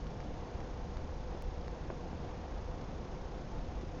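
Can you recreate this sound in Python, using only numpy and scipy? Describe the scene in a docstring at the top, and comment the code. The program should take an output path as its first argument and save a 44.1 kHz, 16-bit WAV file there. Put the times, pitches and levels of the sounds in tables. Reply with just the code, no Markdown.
"""A field below a wind turbine in a steady breeze, heard in mono on a small hand-held camera.
Wind rumbles and its eddies thump the microphone. Overhead, air rushes over the turning blades,
the gearbox hums faintly and the machinery drones through the tower.
Close up, the camera adds hiss, a faint buzz at its frame rate, tiny ticks and soft handling bumps.
One thin digital splice click, brighter than everything else, cuts in once."""
import sys
import numpy as np
from scipy.fft import rfft, irfft, next_fast_len
from scipy.io import wavfile
from scipy.ndimage import map_coordinates

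SR = 44100
rng = np.random.default_rng(int(sys.argv[2]) if len(sys.argv) > 2 else 0)


def transcribe(u):
    """Save the signal u as a 16-bit wav file named by the first command-line argument.

    u: samples, shape (n,) or (channels, n), limited to [-1, 1]; the rate is SR.
    q: integer samples, one column per channel.
    """
    v = np.clip(np.atleast_2d(u).T, -1, 1)
    q = np.round(v * 32767).astype(np.int16)
    wavfile.write(sys.argv[1], SR, q)


N = 176400
TIME = np.arange(N) / SR


def amp(db):
    """Decibels to gain."""
    return 10 ** (np.asarray(db) / 20)


def unit(x):
    """Scale to rms 1."""
    return x / np.sqrt(np.mean(x ** 2) + 1e-20)


def curve(rows):
    """(time, value) points as one value per sample."""
    return np.interp(TIME, *np.transpose(rows))


def wobble(rate):
    """A smooth random curve, rate knots a second."""
    return map_coordinates(rng.standard_normal(400), [TIME * rate], mode="wrap")


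def filtered(x, response):
    """Filter x by a response given as a function of frequency."""
    size = next_fast_len(N + SR // 2)
    return irfft(rfft(x, size) * response(np.fft.rfftfreq(size, 1 / SR)), size)[:N]


def noise(spectrum):
    """Noise of rms 1 coloured by (frequency, level) points."""
    hz, db = np.transpose(spectrum)
    colour = lambda f: amp(np.interp(np.log(f + 1), np.log(hz + 1), db))
    return unit(filtered(rng.standard_normal(N), colour))


# Hiss inside the camera (frequency [Hz], relative density [dB])
HISS_SPECTRUM = [(100, 1), (3150, -0.15), (3350, 1), (3470, 3), (3600, 1), (3750, 1.2), (4650, 0),
                 (5850, -2), (6500, -1), (7000, -9.5), (7400, -17), (7800, -37.5)]
# Electrical buzz inside the camera (frequency [Hz], relative density [dB])
BUZZ_SPECTRUM = [(300, -10.5), (1800, -2.5), (3250, -2.5), (3450, 1.5), (3750, -6.5), (4600, -7),
                 (5050, 0.5), (5500, -0.5), (5850, -5.5), (6500, -4.5), (7000, -12), (7800, -36)]
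def electronics(hiss_db=-64.5, buzz_db=-65.5, frame_hz=29.92, first_burst_s=.0085, width_s=.0065):
    """Even hiss, and a short burst of fizz with every picture frame."""
    frames_from_burst = ((TIME - first_burst_s) * frame_hz + .5) % 1 - .5
    bursts = np.exp(-.5 * (frames_from_burst / frame_hz / width_s) ** 2)
    return amp(hiss_db) * noise(HISS_SPECTRUM) + amp(buzz_db) * bursts * noise(BUZZ_SPECTRUM)


def splice_click(at_s=1.4233, db=-35, decay_s=.0001):
    """One thin digital click: a sudden step that relaxes at once."""
    age = TIME - at_s
    return amp(db) * (age >= 0) * np.exp(-abs(age) / decay_s)


# Ticks at the camera, right by the microphone (time [s], level [dB], length [s])
CAMERA_TICKS = [(.0688, -40, .00016), (.2042, -36, .00028), (.6045, -38, .00022), (.971, -35, .0004),
                (1.6810, -35, .00033), (2.8144, -41, .0001), (3.813, -41.5, .0001)]
def ticks(cutoff_hz=6600):
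    """Tiny dry ticks: square-edged blips, softened by the microphone."""
    blips = sum(amp(db) * ((TIME >= at) & (TIME < at + length)) for at, db, length in CAMERA_TICKS)
    return filtered(blips, lambda f: 1 / np.sqrt(1 + (f / cutoff_hz) ** 20))


# The hand on the camera body (time [s], push level [dB], contact width [s])
HANDLING_BUMPS = [(1.3477, -35, .00028), (1.9022, -26.8, .00016), (1.9041, -26, .00014),
                  (2.131, -31.5, .0002), (3.8362, -32, .0005)]
def handling(body_hz=348, body_width_hz=70, body_db=3.5):
    """Each bump is one push, duller for a longer contact; the camera body adds a short low ring."""
    pushes = -sum(amp(db) / np.cosh(np.clip((TIME - at) / width, -20, 20))
                  for at, db, width in HANDLING_BUMPS)
    body = lambda f: 1j * f * body_width_hz / (body_hz ** 2 - f ** 2 + 1j * f * body_width_hz)
    return filtered(pushes, lambda f: 1 + amp(body_db) * body(f))


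# Single eddies right on the microphone (time [s], peak level [dB], pitch [Hz])
EDDY_THUMPS = [(.175, -37, 48), (.555, -35, 58), (.972, -33, 56), (1.82, -36, 42)]
def eddies():
    """An eddy thumps the microphone: pressure rises, swings into suction and settles."""
    swing = lambda u: -u * np.exp(.5 * (1 - u ** 2))
    return sum(amp(db) * swing(2 * np.pi * hz * (TIME - at)) for at, db, hz in EDDY_THUMPS)


# Wind down in the field: deep rumble, low roar above it (frequency [Hz], relative density [dB])
RUMBLE_SPECTRUM = [(4, -22), (12, -4), (22, -0.5), (45, 0), (60, -3.5), (78, -1), (95, -12), (130, -19),
                   (320, -38.5), (800, -73)]
ROAR_SPECTRUM = [(50, -27), (100, -6), (145, 0.5), (185, -4), (230, -12.5), (400, -28), (900, -63.5)]
# How each swells at the microphone (time [s], level [dB])
RUMBLE_SWELL = [(0, -43), (.2, -44.5), (.75, -46), (.97, -42.5), (1.1, -43.5), (1.649, -42), (2.05, -45.5),
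                (2.3, -43.5), (2.9, -44.5), (3.4, -44.2), (3.75, -43), (4, -42.5)]
ROAR_SWELL = [(0, -47.5), (.38, -50), (.55, -54), (.9, -49), (1.1, -56), (1.75, -52), (1.9, -49.5),
              (2.25, -52), (2.4, -56.5), (2.9, -50), (3.4, -52.5), (4, -49.5)]
def wind(buffet_db=.75, buffets_per_s=9):
    """Deep rumble and a low roar, each swelling with the breeze and its eddies."""
    layers = [(RUMBLE_SPECTRUM, RUMBLE_SWELL), (ROAR_SPECTRUM, ROAR_SWELL)]
    return sum(noise(spectrum) * amp(curve(swell) + buffet_db * wobble(buffets_per_s))
               for spectrum, swell in layers)


# Tower and nacelle, heard from the ground (frequency [Hz], half-width [Hz], level [dB])
TOWER_RESONANCES = [(44.6, 4, -51.5), (510, 15, -58.5), (768, 12, -66), (878, 13, -66), (1062, 23, -70.5)]
def tower():
    """The machinery drones through narrow resonances of the structure."""
    drone = np.zeros(N)
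    for hz, width, db in TOWER_RESONANCES:
        resonance = lambda f: 1 / (1 + ((f - hz) / width) ** 2)
        drone += amp(db) * unit(filtered(rng.standard_normal(N), resonance))
    return drone


# Gearbox tones from high overhead, faint at this distance (frequency [Hz], base level [dB])
GEAR_HUM = [(240, -68), (479.8, -61), (719.4, -64)]
# Their shared swell at the microphone (time [s], added level [dB])
HUM_SWELL = [(0, 2), (1.4, 2), (1.85, 6), (2.3, 1.5), (4, -1)]
def gearbox(speed_drift=.0028, fade_db=2.5):
    """Gear tones share one drifting shaft speed; each fades on its own on the way through the air."""
    relative_speed = 1 + speed_drift * wobble(rate=6)
    shaft_time = np.cumsum(relative_speed) / SR
    hum = np.zeros(N)
    for hz, db in GEAR_HUM:
        gain = amp(db + curve(HUM_SWELL) + fade_db * wobble(rate=9))
        hum += gain * np.sin(2 * np.pi * hz * shaft_time)
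    return hum


# Air over the blades and the field, heard from below (frequency [Hz], relative density [dB])
RUSH_SPECTRUM = [(40, -3), (150, -1), (330, -0.3), (440, -3), (610, -4.5), (700, -4.5), (770, -6.5),
                 (900, -7.5), (1080, -10.5), (1270, -14.5), (2000, -20.5), (3000, -26.8), (7000, -56.5)]
# The rush as it reaches the microphone (time [s], level [dB])
RUSH_SWELL = [(0, -47.5), (1.28, -48.5), (1.35, -46.5), (1.43, -48.5), (1.9, -47.5), (2.4, -47.3),
              (3.2, -48), (4, -48)]
def blades(flutter_db=.51):
    """A broad rush of air with a slight turbulent flutter."""
    return noise(RUSH_SPECTRUM) * amp(curve(RUSH_SWELL) + flutter_db * wobble(rate=12))


def scene():
    """Wind and turbine with the camera's own small noises, in mono."""
    breeze = wind() + eddies()
    turbine = blades() + gearbox() + tower()
    camera = electronics() + ticks() + handling()
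    return (breeze + turbine + camera)[None]


def record(dry, band_limit_hz=7850, click_limit_hz=16000):
    """The camera keeps nothing above its band limit; the splice click comes after and reaches higher."""
    sound = filtered(dry[0], lambda f: f < band_limit_hz) + splice_click()
    return filtered(sound, lambda f: f < click_limit_hz)[None]


dry = scene()
out = record(dry)
transcribe(out)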